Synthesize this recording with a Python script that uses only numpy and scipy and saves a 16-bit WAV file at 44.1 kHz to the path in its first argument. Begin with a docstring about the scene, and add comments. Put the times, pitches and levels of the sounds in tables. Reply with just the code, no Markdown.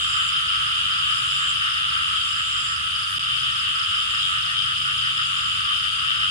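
"""A crowd of frogs rattles in a marshy field at night, some nearer: larynx pulses ring throat and vocal sac.
A small frog whistles triplets of falling peeps, with an answering neighbour and a far blurred chorus.
A bush cricket buzzes in swells from wing strokes; grass insects hiss and rasp as pulsed, coloured noise.
Far traffic is low noise with an engine note; a hoot and a squeak are bent tones, and a tick is a decaying step.
Grass and trees scatter the frogs, cricket, hoot and squeak as diffuse tails."""
import sys
import numpy as np
from scipy import signal
from scipy.fft import rfft, irfft, next_fast_len
from scipy.io import wavfile
from scipy.ndimage import uniform_filter1d

SR = 44100
rng = np.random.default_rng(int(sys.argv[2]) if len(sys.argv) > 2 else 0)


def pcm_store(signal):
    """Save signal as 16-bit PCM."""
    levels = np.round(np.clip(np.atleast_2d(signal), -1, 1) * 32767)
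    wavfile.write(sys.argv[1], SR, levels.astype(np.int16).T)


N = 277830
TIME = np.arange(N) / SR  # s


# throat resonances that a croak pulse rings: [f/Hz, relative level/dB]
THROAT_RESONANCES = [(470, -55.5), (800, -51), (993, -31.5), (1090, -15.5), (1210, -.5), (1310, 2),
                     (1380, -1), (1490, -8.5), (2060, -14.5), (2300, -19.5), (2990, -30), (5060, -120)]
# vocal sac resonances of the far frogs: [f/Hz, relative level/dB]
FAR_SAC_RESONANCES = [(1240, -54.5), (2100, -23.5), (2380, -16), (2690, -6), (2860, -0.5), (3010, 1.5),
                      (3260, -3.5), (3650, -9.5), (4130, -22), (4500, -20.5), (5850, -38.5), (9900, -120)]
# level of the deep far croaks, which sinks towards 3 s, then rises again: [t/s, level/dB before churn]
THROAT_CROWD_LEVEL = [(0, -30.5), (1.3, -31), (2.1, -31.5), (2.3, -33), (2.95, -33), (3.22, -34),
                      (3.4, -32.3), (4.1, -33.5), (6.3, -32.5)]
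# level of the bright far croaks, which sinks towards 3 s, then rises again: [t/s, level/dB, left minus right/dB]
SAC_CROWD_LEVEL = [(0, -24.5, -1), (1.2, -24, 1.5), (2.1, -24.5, .5), (2.28, -25.5, 1), (2.6, -25.5, -0.5),
                   (2.75, -27.5, -2), (2.87, -26, 0), (3.13, -27, -0.5), (3.25, -24.7, 2), (4.1, -25, 1),
                   (6.3, -24.7, 3)]


def far_frogs(churn_db=0.83):
    """Two crowds: deeper croaks that carry by the throat, and brighter ones that carry by the sac."""
    throat_db, = curves(THROAT_CROWD_LEVEL)
    sac_db, pan_db = curves(SAC_CROWD_LEVEL)
    throats = crowd(THROAT_RESONANCES, count=5, calls_per_s=5.5, pulse_hz=92.03, length=.23,
                    wet_db=-1.2, size_spread=0.018)
    sacs = crowd(FAR_SAC_RESONANCES, count=11, calls_per_s=5.5, pulse_hz=94.07, length=.25,
                 wet_db=1.0, size_spread=0.026)
    deep_crowd = throats * undb(throat_db + churn_db * walk(30))
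    bright_crowd = sacs * undb(sac_db) * pan(pan_db)
    return deep_crowd + bright_crowd


def crowd(body, count, calls_per_s, pulse_hz, length, wet_db, size_spread):
    """Each frog has its own place, size and tempo; together they make a churning rattle."""
    out = np.zeros((2, N))
    sizes = np.linspace(-1, 1, count)
    for size, (tempo, speed, place) in zip(sizes, rng.standard_normal((count, 3))):
        pulses = np.zeros(N)
        beats = np.cumsum(rng.uniform(.85, 1.15, size=52)) - rng.random() - 2
        starts = beats / (calls_per_s * np.exp(.13 * tempo))
        for s in starts[starts < N / SR]:
            add(pulses, s, croak(pulse_hz * np.exp(.03 * speed), length))
        voice = signal.oaconvolve(pulses, ring(body, 1 + size_spread * size))[:N]
        out += scatter(bearing(voice, 4 + 6 * place), wet_db, t60=0.24)
    return level(out)


def croak(pulse_hz, length, jitter=.03, uneven_db=1.34):
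    """The larynx snaps open in a short, nearly even run of pulses that swells and fades."""
    chance = rng.standard_normal((32, 2))[:max(int(length * pulse_hz), 2)]
    count = len(chance)
    at = (np.cumsum(1 + jitter * chance[:, 0]) * SR / pulse_hz).astype(int)
    swell = np.sqrt(np.sin(np.pi * (np.arange(count) + .5) / count))
    pulses = np.zeros(at[-1] + at[0])
    pulses[at] = swell * undb(uneven_db * chance[:, 1])
    return level(pulses)


def ring(points, stretch, size=1024):
    """Causal unit-energy ring of a set of resonances; smaller animals stretch them upwards."""
    stretched = [(hz * stretch, db) for hz, db in points]
    # folding the cepstrum onto positive time gives minimum phase
    cepstrum = irfft(np.log(gains(stretched, size)))
    cepstrum[1:size // 2] *= 2
    cepstrum[size // 2 + 1:] = 0
    h = irfft(np.exp(rfft(cepstrum)))
    return h / np.linalg.norm(h)


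# nasal resonance of the near deep croaks, above the throat: [f/Hz, relative level/dB]
NASAL_RESONANCES = [(900, -56), (1430, -15.5), (1650, -6), (1810, 7), (2030, -14.5), (2600, -7),
                    (5000, -68.5)]
# near deep croaks: [centre t/s, throat level/dB before trim, nasal level/dB before trim, left minus right/dB]
NEAR_DEEP_CROAKS = [(.07, -42, -51, 0), (0.169, -33, -49, -3), (.39, -35.5, -41, 2), (.59, -40, -46, -5),
                    (.69, -38.5, -44, 2), (.89, -40, -47, 3), (1.09, -36, -43, -2),
                    (1.43, -30.5, -37.5, 0.5), (1.641, -35, -40, -1), (1.78, -36.5, -40, 3),
                    (1.99, -38, -42, 3), (2.159, -34, -42, 3), (2.39, -37, -40.5, -3),
                    (2.57, -33.5, -52, 7), (2.7, -43, -41.5, -1), (2.809, -43, -48, -2),
                    (3.12, -38.5, -42.5, 2), (3.289, -36, -42, 4), (3.5, -50, -41, 4), (3.67, -37, -43, 12),
                    (3.809, -34.5, -42, 0), (3.95, -32.5, -55, 0), (4.14, -35, -37.5, 6),
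                    (4.35, -33.5, -40, 2), (4.51, -33, -38, 8), (4.681, -33.5, -42, 5),
                    (4.89, -32.5, -41, -2), (5.06, -33, -40.5, 3.5), (5.2, -33.5, -39.5, 3),
                    (5.35, -35.5, -49, 3), (5.45, -34, -45, 5), (5.578, -42, -45, 9), (5.69, -33, -46, 3),
                    (5.83, -34.5, -42, 7), (6.02, -33.5, -46, 3), (6.11, -33.8, -41, 8),
                    (6.231, -33.5, -43, 2.5)]
# vocal sac resonances of a near frog tuned to NEAR_SAC_HZ: [f/Hz, relative level/dB]
NEAR_SAC_RESONANCES = [(1240, -60.5), (2100, -31), (2450, -20), (2780, -3), (3010, 4), (3250, -4.5),
                       (3650, -15.5), (4130, -31), (4500, -29), (5850, -35.5), (9900, -120)]
NEAR_SAC_HZ = 3000
# near bright croaks: [centre t/s, level/dB before trim, sac f/Hz, left minus right/dB]
NEAR_BRIGHT_CROAKS = [(.02, -27, 3130, -1), (.2, -27.5, 3000, 11), (.36, -28, 3040, 5), (.53, -29, 3010, 3),
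                      (.75, -30, 3090, -1), (.92, -29.5, 2930, 1), (1.089, -30.5, 3040, -2),
                      (1.3, -36, 2980, 0), (1.461, -28, 3040, 1), (1.54, -34, 3000, 9),
                      (1.639, -31, 2990, 8), (1.82, -33, 2940, 11), (2.04, -33, 2970, -2),
                      (2.18, -28, 3190, 2), (2.43, -34, 2920, -3), (2.57, -30.5, 3140, 0),
                      (2.96, -32, 2970, 5), (3.34, -28, 2900, 9), (3.47, -29, 3090, -1),
                      (3.659, -27.5, 2970, 3), (3.88, -32, 3100, 1), (3.98, -27.7, 2980, 1),
                      (4.23, -27, 3260, 5), (4.36, -28.5, 2970, 1), (4.601, -26, 3170, 5),
                      (4.7, -31, 2980, 10), (4.82, -30, 3010, 6), (4.97, -33, 3130, 0),
                      (5.065, -26.5, 3000, 4), (5.22, -29, 3020, 5), (5.51, -31, 2950, -2),
                      (5.72, -26.5, 3070, 1), (5.86, -30, 3010, 9), (6.1, -26, 3000, 2),
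                      (6.235, -26.7, 3000, 1)]


def near_frogs(pulse_hz=93, deep_length=.11, bright_length=.12, size_spread=0.018, speed_spread=0.029,
               deep_db=1.0, bright_db=-0.5):
    """Closer frogs stand out of the crowd, each croak with its own size and speed."""
    deep, bright = np.zeros((2, 2, N))

    def call(track, s, body, length, pan_db, uneven_db):
        """One croak through its resonances, its pulse run centred on time s."""
        speed = 1 + speed_spread * rng.normal()
        pulses = croak(pulse_hz * speed, length, jitter=.04, uneven_db=uneven_db)
        voice = signal.fftconvolve(pulses, body)
        add(track, s - len(pulses) / SR / 2, pan(pan_db) * bearing(voice, 4))

    for s, throat_db, nasal_db, pan_db in NEAR_DEEP_CROAKS:
        stretch = 1 + size_spread * rng.normal()
        throat = undb(throat_db) * ring(THROAT_RESONANCES, stretch)
        nose = undb(nasal_db) * ring(NASAL_RESONANCES, stretch)
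        call(deep, s, throat + nose, deep_length, pan_db, uneven_db=1.4)
    for s, db, hz, pan_db in NEAR_BRIGHT_CROAKS:
        sac = undb(db) * ring(NEAR_SAC_RESONANCES, hz / NEAR_SAC_HZ)
        call(bright, s, sac, bright_length, pan_db, uneven_db=1.3)
    deep_field = undb(deep_db) * scatter(deep, wet_db=-0.2, t60=0.074)
    bright_field = undb(bright_db) * scatter(bright, wet_db=2.0, t60=0.064)
    return deep_field + bright_field


# triplets of the small frog: [first peep centre t/s, level/dB before trim and unevenness]
PEEPER_TRIPLETS = [(.096, -32.5), (.292, -33), (.487, -32.5), (.683, -33), (.917, -31), (1.114, -30.5),
                   (1.311, -32.5), (1.508, -33), (1.704, -32), (1.903, -31.5), (2.098, -36), (2.296, -31),
                   (2.532, -31), (2.69, -31), (2.963, -30.5), (3.163, -33), (3.365, -33.5), (3.524, -30.5),
                   (3.76, -30), (3.955, -31.5), (4.154, -29.5), (4.389, -32.5), (4.589, -32),
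                   (4.785, -32.5), (4.983, -32), (5.179, -32.5), (5.374, -30), (5.573, -35), (5.768, -34),
                   (6.004, -36), (6.165, -34)]
# a slightly larger neighbour, lower in pitch: [first peep centre t/s, level/dB before trim and unevenness]
PEEPER_ANSWERS = [(2.872, -35), (2.955, -37), (3.045, -32), (3.335, -40), (5.615, -35), (5.69, -41),
                  (5.92, -33)]


def peeper(hz=5000, answer_hz=4740, db=-1.0):
    """A small frog on the right peeps in triplets; now and then a neighbour answers."""
    song = triplets(PEEPER_TRIPLETS, hz) + triplets(PEEPER_ANSWERS, answer_hz)
    return scatter(undb(db) * pan(-9.0) * song, wet_db=-4.5, t60=.12)


def far_peepers(count=10, hz=4900, spread_hz=230, late_s=.015, loose_s=.08, db=-41.2):
    """More of the same small frogs fall in loosely with its beat and blur together further off."""
    out = np.zeros((2, N))
    beats = np.r_[-.3, -.1, np.array(PEEPER_TRIPLETS)[:, 0]]
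    for (place, lag), size in zip(rng.standard_normal((count, 2)), np.linspace(-1, 1, count)):
        times = beats + late_s + loose_s * (lag + .5 * rng.standard_normal(len(beats)))
        song = triplets([(s, 0) for s in times], hz + spread_hz * size, spread_hz=136)
        out += scatter(bearing(song, 4 + 4 * place), wet_db=3.0, t60=0.75)
    return level(out, db)


def triplets(rows, hz, note_gap=.0375, spread_hz=35, uneven_db=1.3):
    """Three falling peeps for each [t/s, level/dB] row, each a little off in pitch and level."""
    out = np.zeros(N)
    for s, db in rows:
        for k in range(3):
            note = peep(hz + spread_hz * rng.normal())
            gain = undb(db + uneven_db * rng.normal())
            add(out, s + k * note_gap - len(note) / SR / 2, gain * note)
    return out


def peep(hz, fall_hz_per_s=43000, length=0.0213):
    """A short whistle that slides down through its centre pitch."""
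    t = np.arange(-length / 2, length / 2, 1 / SR)
    envelope = np.cos(np.pi * t / length) ** 2
    return envelope * np.sin(2 * np.pi * (hz * t - fall_hz_per_s * t ** 2 / 2))


# bush cricket swells: [start t/s, end t/s, full level/dB before unevenness, file tone f/Hz before the snap,
# mean wing stroke f/Hz, fade at each end/s]
CRICKET_BUZZES = [(-.55, 0.31, -35.5, 7290, 170, .02), (-.3, .72, -50, 7340, 170, .3),
                  (.74, 1.537, -36.5, 7287, 165, 0.018), (1.92, 2.757, -36, 7275, 167, 0.022),
                  (3.4, 4.41, -41.5, 7280, 190, .09), (4.72, 5.615, -42, 7200, 140, 0.064),
                  (5.9, 6.803, -42, 7320, 180, .02)]


def bush_cricket(rise_db=13.0, rise_share=0.77, stroke_sharpness=1.2, snap_hz=1500, snap_share=.11,
                 uneven_db=1.5):
    """Each wing stroke snaps the file over the scraper, fast at first; the buzz swells unevenly and holds."""
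    out = np.zeros(N)
    waver, slip, scrape, force = walk(9.4), walk(80), walk(500), walk(60)
    for start, end, db, hz, stroke_hz, fade in CRICKET_BUZZES:
        on = (TIME > start) & (TIME < end)
        t = TIME[on]
        rise = rise_db * np.clip((t - start) / (end - start) / rise_share - 1, -1, 0)
        swell = undb(db + rise + uneven_db * force[on])
        gate = np.clip(np.minimum(t - start, end - t) / fade, 0, 1)
        # position within each wing stroke, 0 to 1
        stroke = np.cumsum(stroke_hz * (1 + 0.05 * waver[on] + 0.09 * slip[on])) / SR % 1
        pitch = hz + snap_hz * np.exp(-stroke / snap_share) + 52 * scrape[on]
        tone = np.sin(2 * np.pi * np.cumsum(pitch) / SR)
        out[on] += swell * gate * level(np.sin(np.pi * stroke) ** stroke_sharpness * tone)
    return scatter(bearing(out, 1), wet_db=-7.0, t60=0.054)


# colour of the hiss in the grass: [f/Hz, relative level/dB]
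GRASS_HISS_COLOUR = [(4000, -18.5), (5600, -2), (6700, 3.5), (7700, 2.5), (8300, 3.5), (8850, 4), (9300, 2),
                     (10200, 5.5), (10950, 0.5), (11400, -44), (15500, -12.5)]
# bouts of a thinner, higher insect: [start t/s, end t/s, level/dB]
RASP_BOUTS = [(-.1, 0.438, -52), (1.07, 1.416, -49), (1.941, 2.27, -53), (2.89, 3.186, -49.5),
              (3.78, 4.15, -56), (4.5, 5.02, -59), (5.3, 5.85, -56), (6.1, 6.4, -63)]
GRASS_DB, GRASS_PAN_DB = -42.5, -5.5  # mean hiss level; left minus right of its top


def grass_insects():
    """A steady hiss whose top comes mostly from the right, and short high rasps slightly left."""
    hiss = stridulation(GRASS_HISS_COLOUR, stroke_hz=128.2, depth=0.07) * undb(.5 * walk(24.95))
    top = colour(hiss, [(7000, -45), (7900, -2.5)])
    bed = (hiss - top + top * pan(GRASS_PAN_DB)) * undb(GRASS_DB + 0.093 * walk(3.69))
    bouts = np.zeros(N)
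    for start, end, db in RASP_BOUTS:
        bouts += undb(db) * np.clip(np.minimum(TIME - start, end - TIME) / 0.017, 0, 1)
    rasp_colour = [(9000, -38), (9800, 1), (10300, -1), (10800, -11), (11400, -54)]
    rasp = stridulation(rasp_colour, stroke_hz=108.5, depth=0.56)
    return bed + pan(1.4) * bouts * rasp


def stridulation(points, stroke_hz, depth):
    """Scraping noise that comes in wing strokes."""
    stroke_rate = stroke_hz * (1 + 0.0524 * walk(5.2))
    strokes = 1 + depth * np.sin(2 * np.pi * np.cumsum(stroke_rate) / SR)
    return level(colour(rng.standard_normal((2, N)), points) * strokes)


# two notes of the hoot: [centre t/s, f/Hz at the peak, swell half-width/s, level/dB]
HOOT_NOTES = [(4.482, 709, .034, -54.5), (4.56, 690, .032, -66)]
SQUEAK_S = 3.135


def lone_calls(squeak_db=-54):
    """One faint far hoot on the right that trails off lower, and one very high squeak."""
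    hoot = np.zeros(N)
    for s, hz, length, db in HOOT_NOTES:
        hoot += undb(db) * arch(s, hz, length, bend=.008, rough=.006)
    squeak = undb(squeak_db) * arch(SQUEAK_S, hz=12800, length=0.045, bend=.025, rough=0.013)
    return pan(-8) * scatter(hoot, wet_db=-6, t60=.4) + scatter(squeak, wet_db=-3, t60=.1)


def arch(s, hz, length, bend, rough):
    """A wavering note that rises to its pitch and sinks again as it fades."""
    away = ((TIME - s) / length) ** 2
    pitch = hz * (1 - bend * np.minimum(away, 2) + rough * walk(150))
    return np.exp(-away) * np.sin(2 * np.pi * np.cumsum(pitch) / SR)


TICK_S = 3.1845


def tick(db=-35, decay=0.0017):
    """A soft, dull tick: a step that decays within milliseconds."""
    return undb(db) * (TIME >= TICK_S) * np.exp(-np.abs(TIME - TICK_S) / decay)


# colour of the far traffic rumble: [f/Hz, relative level/dB]
TRAFFIC_COLOUR = [(20, -31), (38, -10.5), (60, -1), (105, 3), (160, -7.5), (245, -12), (340, -26.5),
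                  (500, -34), (800, -66), (2000, -77)]
# the drone of one far engine, an octave above its firing note: [t/s, level/dB]
ENGINE_DRONE = [(0.0, -56.5), (1.54, -48), (1.74, -65), (1.9, -50), (1.93, -58), (3.47, -50.5), (4.07, -65),
                (4.14, -54), (5.09, -45.5), (5.6, -56), (6.21, -49.5), (6.3, -53)]
SURGE_S = 5.55


def traffic(firing_hz=67.8):
    """A low noise rumble and the wavering note of one engine, with a single low surge."""
    rumble = level(colour(rng.standard_normal((2, N)), TRAFFIC_COLOUR), -45.0)
    phase = 2 * np.pi * np.cumsum(firing_hz * (1 + 0.00598 * walk(3.09))) / SR
    drone_db, = curves(ENGINE_DRONE)
    drone = level(np.sin(2 * phase)) * undb(drone_db)
    firing = level(np.sin(phase) * undb(0.83 * walk(5.1)), -56.0)
    surge = undb(-42.5) * arch(SURGE_S, hz=100, length=0.11, bend=.01, rough=0.032)
    return rumble + surge + drone + firing


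def scatter(x, wet_db, t60):
    """Send a sound across the field, where grass and trees scatter it."""
    return signal.oaconvolve(np.broadcast_to(x, (2, N)), echoes(wet_db, t60), axes=1)[:, :N]


def echoes(wet_db, t60, size=8820):
    """What reaches each ear from one spot: the direct sound, then a diffuse tail from grass and trees."""
    tail = rng.standard_normal((2, size)) * np.exp(-np.log(1000) * np.arange(size) / SR / t60)
    tail *= undb(wet_db) / np.linalg.norm(tail, axis=1, keepdims=True)
    tail[:, 0] += 1
    return tail / np.hypot(1, undb(wet_db))


def bearing(x, lag):
    """A direction: the sound reaches the left ear earlier and the right ear later by lag samples."""
    return np.array([np.roll(x, -int(lag)), np.roll(x, int(lag))])


def pan(db):
    """Left and right gains for a level difference, at constant power."""
    pair = undb(np.array([[.5], [-.5]]) * db)
    return pair / np.sqrt(np.mean(pair ** 2, axis=0))


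def undb(db):
    """Decibels to gain."""
    return 10 ** (np.asarray(db) / 20)


def level(x, db=0):
    """Scale to an rms level."""
    return x * undb(db) / np.sqrt(np.mean(x ** 2))


def curves(table):
    """Each column of a timed table, sample by sample."""
    s, *columns = np.transpose(table)
    return [np.interp(TIME, s, c) for c in columns]


def gains(points, size):
    """Gain of an [f/Hz, level/dB] colour on the bins of a transform."""
    hz, db = np.transpose(points)
    bin_hz = np.arange(size // 2 + 1) * SR / size
    return undb(np.interp(np.log(bin_hz + 1), np.log(hz), db))


def colour(x, points):
    """Filter by an [f/Hz, level/dB] colour."""
    size = next_fast_len(N)
    return irfft(rfft(x, size) * gains(points, size), size)[..., :N]


def walk(rate):
    """Smoothed chance with a spread near 1, drawn afresh about rate times per second."""
    k = int(SR / rate)
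    steps = np.repeat(rng.standard_normal(N // k + 2), k)
    return level(uniform_filter1d(uniform_filter1d(steps, k), k)[:N])


def add(track, s, sound):
    """Mix a sound into a track from time s on."""
    i = int(s * SR)
    a, b = max(i, 0), min(i + sound.shape[-1], N)
    if b > a:
        track[..., a:b] += sound[..., a - i:b - i]


def scene():
    """Sum of the frogs, insects, lone calls and traffic, with one soft tick."""
    frogs = far_frogs() + near_frogs() + peeper() + far_peepers()
    return frogs + bush_cricket() + grass_insects() + lone_calls() + tick() + traffic()


# how the microphone narrows the bass and widens the midrange: [f/Hz, side level/dB]
STEREO_WIDTH = [(40, -17), (130, -9), (260, -2), (600, 9), (1300, 4), (3000, 1), (6000, 0.5), (12000, 0)]
DIP_S, DIP_LENGTH_S, DIP_DB = 3.189, 0.0068, -19  # a brief dip of the level, centred just after the tick
TOP_HZ = 15750


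def record(dry):
    """The microphone widens the midrange and cuts the top; the level dips briefly once."""
    mid = (dry[0] + dry[1]) / 2
    side = colour((dry[0] - dry[1]) / 2, STEREO_WIDTH)
    dip = undb(DIP_DB * np.exp(-(2 * (TIME - DIP_S) / DIP_LENGTH_S) ** 4))
    lowpass = signal.ellip(8, .2, 70, TOP_HZ, fs=SR, output="sos")
    return signal.sosfilt(lowpass, np.array([mid + side, mid - side]) * dip)


dry = scene()
out = record(dry)
pcm_store(out)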